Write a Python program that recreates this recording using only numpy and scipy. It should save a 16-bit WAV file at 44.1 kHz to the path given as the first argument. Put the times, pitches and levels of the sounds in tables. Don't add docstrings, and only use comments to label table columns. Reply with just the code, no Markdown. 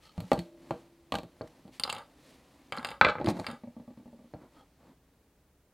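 import sys
import numpy as np
from scipy import signal
from scipy.fft import rfft, irfft
from scipy.io import wavfile
from scipy.ndimage import uniform_filter1d

SR = 44100
rng = np.random.default_rng(int(sys.argv[2]) if len(sys.argv) > 2 else 0)


def output_pcm(signal):
    pcm = np.clip(np.atleast_2d(signal).T, -1, 1) * 32767
    wavfile.write(sys.argv[1], SR, np.round(pcm).astype(np.int16))


N = 252693
RING_TIME = np.arange(SR // 4) / SR


def from_db(db):
    return 10 ** (np.asarray(db) / 20)


def unit_rms(x):
    return x / np.sqrt(np.mean(x ** 2) + 1e-20)


def fade(t, t60):
    return np.exp(-np.log(1000) * t / t60)


def add(track, at_s, sound):
    start = int(round(at_s * SR))
    track[start:start + len(sound)] += sound[:N - start]


def band(x, low_hz, high_hz):
    return signal.sosfilt(signal.butter(2, [low_hz, high_hz], "band", fs=SR, output="sos"), x + 1e-18)


def noise(spectrum):
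    hz, db = np.transpose(spectrum)
    bin_hz = np.maximum(np.arange(N // 2 + 1) * SR / N, 1)
    colour = from_db(np.interp(np.log(bin_hz), np.log(hz), db))
    return unit_rms(irfft(rfft(rng.standard_normal(N)) * colour, N))


def diffuse_tail(t60):
    cloud = rng.standard_normal(len(RING_TIME)) * fade(RING_TIME, t60) * (1 - np.exp(-RING_TIME / .004))
    return cloud / np.linalg.norm(cloud)


# (frequency [Hz], relative level [dB])
AIR_COLOUR = [(15, -34), (25, -9.5), (70, 2), (97, -10.5), (134, -5.5), (277, -12.5), (384, -13.5),
              (476, -13), (962, -22), (1650, -25), (4030, -36.5), (14800, -40), (16000, -35.5)]

def room_tone(level_db=-68):
    return from_db(level_db) * noise(AIR_COLOUR)


# (frequency [Hz], relative level [dB])
RUB_COLOUR = [(71, -42.5), (120, -4.5), (220, -5.5), (269, 2.5), (414, -12), (468, -7.5), (812, -12.5),
              (1010, -13), (3000, -35.5), (3900, -43.5), (6600, -120)]
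# (frequency [Hz], relative level [dB])
HISS_COLOUR = [(1060, -27.5), (1800, -0.5), (3230, -3.5), (3480, -4), (4210, -3.5), (5440, -8),
               (11000, -13.5), (14100, -21.5), (16000, -30.5)]
# (start [s], end [s], rub level [dB], hiss level [dB])
HAND_STROKES = [(0.0, 0.105, -83, -64.5), (0.07, 0.555, -63, -65), (0.513, 0.93, -58, -68),
                (1.472, 1.482, -56, -59), (1.714, 1.797, -62.5, -60.5), (1.2, 1.794, -63.5, -72),
                (1.825, 2.994, -63, -71), (2.156, 2.416, -65, -65), (3.266, 3.325, -37, -46),
                (3.322, 3.448, -43, -60.5), (3.418, 3.475, -52.5, -62), (4.359, 4.498, -55.5, -84),
                (4.484, 4.661, -63, -73.5), (4.776, 4.961, -59.5, -76)]

def hands(grip_rub_db=-68, grip_hiss_db=-76, grain_db=0.86, rest_s=4.4, rest_db_per_s=9):
    t = np.arange(N) / SR
    activity = from_db(-rest_db_per_s * np.maximum(t - rest_s, 0))
    rub, hiss = from_db(grip_rub_db) * activity, from_db(grip_hiss_db) * activity
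    for start, end, rub_db, hiss_db in HAND_STROKES:
        swell = np.sin(np.pi * np.clip((t - start) / (end - start), 0, 1))
        rub = np.hypot(rub, from_db(rub_db) * swell)
        hiss = np.hypot(hiss, from_db(hiss_db) * swell)
    grain = from_db(grain_db * unit_rms(uniform_filter1d(rng.standard_normal(N), size=300)))
    return grain * (rub * noise(RUB_COLOUR) + hiss * noise(HISS_COLOUR))


# (frequency [Hz], relative level [dB], t60 [s])
SPRING_MODES = [(336, 0, 3.4), (349, -7, 2.6), (474, -5, 1.0), (590, -3, 1.5), (624, -5, 1.2),
                (1250, -13, .5)]
# (time [s], level [dB])
SPRING_KNOCKS = [(.317, -50.5), (1.122, -64)]

def spring():
    out, t = np.zeros(N), np.arange(N) / SR
    note = sum(from_db(db) * fade(t, t60) * np.sin(2 * np.pi * hz * t) for hz, db, t60 in SPRING_MODES)
    for at_s, db in SPRING_KNOCKS:
        add(out, at_s, from_db(db) * note)
    return out


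# (time [s], pitch [Hz], level [dB], t60 [s])
PART_PINGS = [(.334, 4400, -44, 0.084), (.398, 4340, -44.5, 0.053), (1.1225, 3380, -23, 0.009),
              (1.154, 3380, -48, 0.016), (1.1225, 1110, -40, 0.057), (1.154, 1574, -26.5, 0.02),
              (1.417, 4400, -41, 0.012), (1.7977, 8540, -31, 0.011), (1.7977, 7900, -27.5, 0.0077),
              (1.7977, 4800, -28.5, 0.022), (1.8362, 4790, -20, 0.024), (1.837, 4260, -17.5, 0.012),
              (1.899, 2830, -37, 0.017), (1.927, 7830, -26, 0.0082), (2.7842, 4250, -30, 0.012),
              (3.4665, 4840, -37, 0.032), (4.338, 4320, -57.5, 0.035)]
# (time [s], pitch [Hz], level [dB], t60 [s])
BENCH_BOOMS = [(.179, 176, -22.5, 0.073), (.179, 94, -22.5, 0.073), (.219, 111, -31, 0.073),
               (.24, 180, -35, 0.13), (.379, 175.3, -25, 0.16), (2.785, 238.3, -30, 0.08),
               (3.2723, 119.9, -16, 0.096), (3.281, 176.3, -30.5, 0.48), (3.362, 190, -36, .07),
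               (.3172, 790, -26, 0.033), (.3172, 267, -24.5, 0.12), (.7082, 790, -20, 0.02),
               (.7082, 347, -32.5, 0.041)]

def struck_modes(cues, rise_cycles=.6):
    out, t = np.zeros(N), RING_TIME
    for at_s, hz, db, t60 in cues:
        envelope = (1 - np.exp(-t * hz / rise_cycles)) * fade(t, t60)
        add(out, at_s, from_db(db) * envelope * np.sin(2 * np.pi * hz * t))
    return out


def tap(modes, bench_db=-6, length=len(RING_TIME), spread_db=3.0, detune=.008, bench_echo_s=.00284):
    t = RING_TIME[:length]
    hz, width, db = np.transpose(modes)
    level_draw, pitch_draw = rng.standard_normal((2, len(hz)))
    gains = width * from_db(db + spread_db * level_draw)
    decays = np.exp(-np.minimum(np.pi * np.outer(width, t), 40))
    sines = np.sin(2 * np.pi * np.outer(hz * (1 + detune * pitch_draw), t))
    direct = gains @ (decays * sines)
    return direct - from_db(bench_db) * np.interp(t - bench_echo_s, t, direct, left=0)


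# (frequency [Hz], width [Hz], relative level [dB])
RIM_MODES = [(600, 150, -0.5), (830, 176, 5.5), (1280, 96, 5), (3200, 120, -11.5), (3625, 90, -22.5),
             (4220, 260, -19.5), (4900, 70, -29)]
# (start [s], end [s], level [dB], tilt [dB/octave])
HOUSING_DRAGS = [(0.0, 0.142, -64, 13), (0.124, 0.313, -64, 0), (4.532, 4.651, -63.5, 2.5),
                 (4.792, 4.952, -79, -17)]

def scrapes(slips_per_s=880):
    out, lowest_hz = np.zeros(N), RIM_MODES[0][0]
    for start, end, level_db, tilt in HOUSING_DRAGS:
        length = int((end - start) * SR)
        slips = rng.standard_normal(length) * (rng.random(length) < slips_per_s / SR)
        swell = np.sin(np.linspace(0, np.pi, length))
        rim = tap([(hz, width, db + tilt * np.log2(hz / lowest_hz)) for hz, width, db in RIM_MODES])
        scrape = signal.fftconvolve(slips * swell, rim)
        add(out, start, from_db(level_db) * scrape / np.std(scrape[:length]))
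    return out


# (low [Hz], high [Hz], clutter send [dB], clutter t60 [s], room send [dB], room t60 [s])
IMPACT_REGISTERS = [(63, 460, -0.5, .11, -16, 0.2), (359.3, 1850, -5.5, 0.015, -6.5, 0.22),
                    (1860, 2800, -3, .02, -10.5, 0.074), (2970, 4810, -11, .031, -13, .25),
                    (5800, 14000, -2.5, .01, -8, 0.15)]
HARDNESS_SHARES = [0, 0.13, 0.5, 0.81, 1]

def impacts(hits, modes, colour_db, gentle_thud, echo_db, spot_db, bench_db, top_hz):
    firm_db, spot_q = -30, 1.7
    out, attack = np.zeros(N), int(.012 * SR)
    lowpass = signal.butter(2, top_hz, fs=SR)
    walls = [from_db(room_db) * diffuse_tail(room_t60) for *_, room_db, room_t60 in IMPACT_REGISTERS]
    for at_s, strength_db, hardness_db, spot_hz in hits:
        body = signal.lfilter(*lowpass, tap(modes, bench_db))
        blow = 0
        for k, (low_hz, high_hz, clutter_db, clutter_t60, _, _) in enumerate(IMPACT_REGISTERS):
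            direct = (-1) ** k * band(body, low_hz, high_hz)
            level_db = strength_db + colour_db[k] + HARDNESS_SHARES[k] * hardness_db
            if k == 0:
                level_db += gentle_thud * (firm_db - strength_db)
            echoes = from_db(echo_db) * (from_db(clutter_db) * diffuse_tail(clutter_t60) + walls[k])
            layer = direct + signal.fftconvolve(direct, echoes)[:len(RING_TIME)]
            blow = blow + from_db(level_db) * layer / np.std(layer[:attack])
        spot = signal.lfilter(*signal.iirpeak(spot_hz, spot_q, fs=SR), blow)
        add(out, at_s, blow + from_db(spot_db) * spot)
    return out


# (frequency [Hz], width [Hz], relative level [dB])
HOUSING_MODES = [(75.5, 17, -0.5), (118, 15, -3.5), (187, 31, 7.5), (286, 70, 8.5), (341, 44, 12),
                 (480.5, 16, 5), (641, 47, 10.5), (790, 160, 10), (950, 130, -1), (1110, 100, 6),
                 (1361, 58, 1), (1556, 290, -5.5), (1880, 290, -9.5), (2384, 224, -7.5), (3160, 290, -4.5),
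                 (3740, 200, -9), (4343, 490, -2), (4400, 39, -14.5), (7860, 3900, -4.5),
                 (13080, 8500, -8.5)]
# (time [s], strength [dB], hardness [dB], spot pitch [Hz])
HOUSING_KNOCKS = [(.179, -51, 3, 550), (.204, -55, 17.5, 1240), (.317, -20, -12, 454), (.332, -43, 12, 600),
                  (.377, -42, -8, 185), (.391, -49.5, 14.5, 3200), (.708, -32.5, -12.5, 450),
                  (1.122, -31.5, -2.5, 3200), (1.141, -36.5, 0, 1130), (1.1535, -36, 4.5, 3200),
                  (1.186, -46, 6.5, 3350), (1.233, -56.5, 8, 295), (1.41, -40.5, -26, 470),
                  (1.653, -64.5, -21, 260), (1.679, -69.5, 13.5, 706), (4.3375, -48, -27, 700)]

def housing():
    return impacts(HOUSING_KNOCKS, HOUSING_MODES, colour_db=[-6.5, -0.5, -11.5, -14.0, -21],
                   gentle_thud=0.58, echo_db=5.0, spot_db=-1.5, bench_db=-14.5, top_hz=17000)


# (frequency [Hz], width [Hz], relative level [dB])
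COVER_MODES = [(152, 39, -19.5), (260, 110, 4.5), (587, 37, 4), (830, 170, 6), (1090, 38, 4),
               (1300, 330, 6.5), (1637, 79, 1.5), (2130, 320, -3.5), (2784, 200, -4), (3150, 240, -4),
               (3650, 90, -3), (4050, 88, -6.5), (4420, 130, -5.5), (4857, 80, 2.5), (5460, 130, -16),
               (6743, 200, -13), (7400, 560, -7.5), (8600, 260, -4.5), (9410, 220, -2), (10100, 530, -9.5),
               (12300, 680, -14.5), (14530, 2500, -18)]
# (time [s], strength [dB], hardness [dB], spot pitch [Hz])
COVER_CLACKS = [(1.7975, -39.5, 3, 12190), (1.836, -43, 12.5, 4400), (1.851, -37.5, -18, 940),
                (1.8768, -39.5, -6.5, 964), (1.8948, -41, -1, 1090), (1.899, -45, 13, 3080),
                (1.927, -40, 3.5, 900), (1.9437, -53, 0, 900), (1.949, -55.5, 13, 920),
                (1.9555, -47.5, -8, 1010), (1.965, -45.5, -6.5, 3240), (1.9837, -59.5, 12.5, 1600),
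                (2.723, -32, -10, 2480), (2.767, -56, 6, 11020), (2.7745, -37, -10, 1410),
                (2.7946, -44.5, -12.5, 1494), (2.8285, -47, -6, 1189), (2.8475, -34, -0.5, 2300),
                (2.87, -49, 1, 8300), (2.888, -43, -2, 2410), (2.905, -45.5, -4.5, 9680),
                (2.915, -41, -8.5, 1997), (3.261, -41.5, -2.5, 4050), (3.444, -43, -16, 2097),
                (3.4665, -36.5, -3, 2383), (3.487, -51, -1, 1406), (3.502, -46, -6, 1900),
                (3.5134, -55, 3.5, 8200)]

def cover():
    return impacts(COVER_CLACKS, COVER_MODES, colour_db=[-18, -5.0, -10.0, -7.5, -15.5],
                   gentle_thud=0.45, echo_db=4.5, spot_db=3.5, bench_db=-15, top_hz=17000)


# (start [s], end [s], first rate [taps/s], last rate [taps/s], first level [dB], last level [dB])
COVER_WOBBLES = [(1.975, 2.032, 140, 166, -45.5, -66.5), (2.734, 2.848, 96, 160, -50, -56.5),
                 (2.86, 2.953, 79, 160, -49.5, -54.5), (3.476, 3.558, 110, 130, -46, -58.5)]

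def cover_chatter(band_hz=(500, 2200), spread_db=2.5, jitter=.15, room_db=-1.0):
    out = np.zeros(N)
    soften = signal.butter(1, band_hz, "band", fs=SR)
    for start, end, first_rate, last_rate, first_db, last_db in COVER_WOBBLES:
        at_s = start
        while at_s < end:
            rate = np.interp(at_s, [start, end], [first_rate, last_rate])
            level_db = np.interp(at_s, [start, end], [first_db, last_db])
            level_db += spread_db * rng.standard_normal()
            tick = signal.lfilter(*soften, tap(COVER_MODES, length=SR // 16))
            add(out, at_s, from_db(level_db) * tick / np.linalg.norm(tick) * np.sqrt(SR / rate))
            at_s += (1 + jitter * rng.uniform(-1.3, 1)) / rate
    return out + from_db(room_db) * signal.fftconvolve(out, diffuse_tail(t60=.2))[:N]


# (frequency [Hz], width [Hz], relative level [dB])
HANDLE_MODES = [(76, 33, -16), (126, 22.1, -34), (176, 10, -2), (239, 40, 3), (299.7, 9.8, 10),
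                (350, 61, 9.5), (670, 190, 3.5), (862, 110, 2), (1130, 80, 2), (2440, 250, -5.5),
                (4250, 560, 1.5), (7360, 7400, -8)]
# (time [s], strength [dB], hardness [dB], spot pitch [Hz])
HANDLE_BUMPS = [(3.2, -44.5, -10, 500), (3.213, -41.5, -9, 704), (3.245, -42, 7, 330),
                (3.2723, -30.5, -20, 940), (3.2875, -37, 12.5, 677), (3.295, -39.5, 5, 10440),
                (3.301, -59, 20.5, 11000), (3.312, -45, -1, 300), (3.368, -51.5, 8, 340),
                (3.392, -45.5, 4, 850), (3.398, -46, 14, 1100)]

def handle_tumble():
    return impacts(HANDLE_BUMPS, HANDLE_MODES, colour_db=[4.5, -2.5, -42, -18.5, -24],
                   gentle_thud=0.021, echo_db=4.5, spot_db=3.0, bench_db=-19, top_hz=8500)


def handle_rocking(start_s=3.485, swings=9, first_swing_s=.151, shrink=.861):
    first_db, swing_loss_db, hardness_db, spot_hz = -55.5, 2, -11, 600
    far_share, far_loss_db = 0.29, 2.5
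    boom_hz, boom_lift_db, boom_t60 = 238.3, 22, 0.13
    hits, at_s = [], start_s
    for k in range(swings):
        swing_s, db = first_swing_s * shrink ** k, first_db - swing_loss_db * k
        hits.append((at_s, db, hardness_db, spot_hz))
        hits.append((at_s + far_share * swing_s, db - far_loss_db, hardness_db, spot_hz))
        at_s += swing_s
    touches = impacts(hits, HANDLE_MODES, colour_db=[4.0, -1.5, -23, -33, -41],
                      gentle_thud=0.1, echo_db=4.5, spot_db=2.5, bench_db=-4.5, top_hz=8480)
    booms = struck_modes([(at_s, boom_hz, db + boom_lift_db, boom_t60) for at_s, db, *_ in hits])
    return touches + booms


# (frequency [Hz], width [Hz], relative level [dB])
SHAFT_MODES = [(173, 40, -5.5), (343, 86, -3.5), (610, 190, 1.5), (855, 90, 1), (1090, 50, 4),
               (1209, 12, -2.5), (1280, 93, 2), (1450, 140, 6.5), (1590, 300, -5.5), (1700, 60, -5),
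               (2070, 140, -2), (2087, 40, -6.5), (2330, 130, 2.5), (2617, 47, -11.5), (2952, 250, -12.5),
               (3450, 190, -12), (3870, 220, -11), (4240, 180, -15.5), (5500, 500, -21),
               (7300, 1600, -15.5)]
# (time [s], strength [dB], hardness [dB], spot pitch [Hz])
SHAFT_BOUNCES = [(3.0123, -16, -1.5, 1760), (3.048, -22.5, 4.5, 2300), (3.066, -24, -9.5, 1230),
                 (3.084, -29.5, -0.5, 900), (3.0875, -38.5, 10, 3900), (3.094, -35, -9, 1200),
                 (3.0985, -38, 5.5, 3900), (3.105, -48, 14.5, 4000), (3.154, -33.5, -36, 1250),
                 (3.184, -36.5, -33, 1230)]

def screwdriver_landing():
    return impacts(SHAFT_BOUNCES, SHAFT_MODES, colour_db=[-12, 0.0, -8, -13.0, -39],
                   gentle_thud=0.17, echo_db=5.0, spot_db=-5, bench_db=-9.0, top_hz=8070)


def scene(shimmer_db=-39, shimmer_treble_db=21, hiss_db=-77):
    device = housing() + spring() + scrapes() + cover() + cover_chatter()
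    screwdriver = screwdriver_landing() + handle_tumble() + handle_rocking()
    accents = struck_modes(PART_PINGS) + struck_modes(BENCH_BOOMS)
    middle = device + screwdriver + accents + hands() + room_tone()
    bright = middle + from_db(shimmer_treble_db) * band(middle, 4500, 15000)
    shimmer = from_db(shimmer_db) * signal.fftconvolve(bright, diffuse_tail(t60=.03))[:N]
    hiss = from_db(hiss_db) * rng.standard_normal((2, N))
    return middle + shimmer * [[1], [-1]] + hiss


def record(dry, ceiling=.9, cutoff_hz=16000):
    lowpass = signal.ellip(10, .1, 80, cutoff_hz, fs=SR, output="sos")
    return signal.sosfilt(lowpass, np.clip(dry, -ceiling, ceiling))


dry = scene()
out = record(dry)
output_pcm(out)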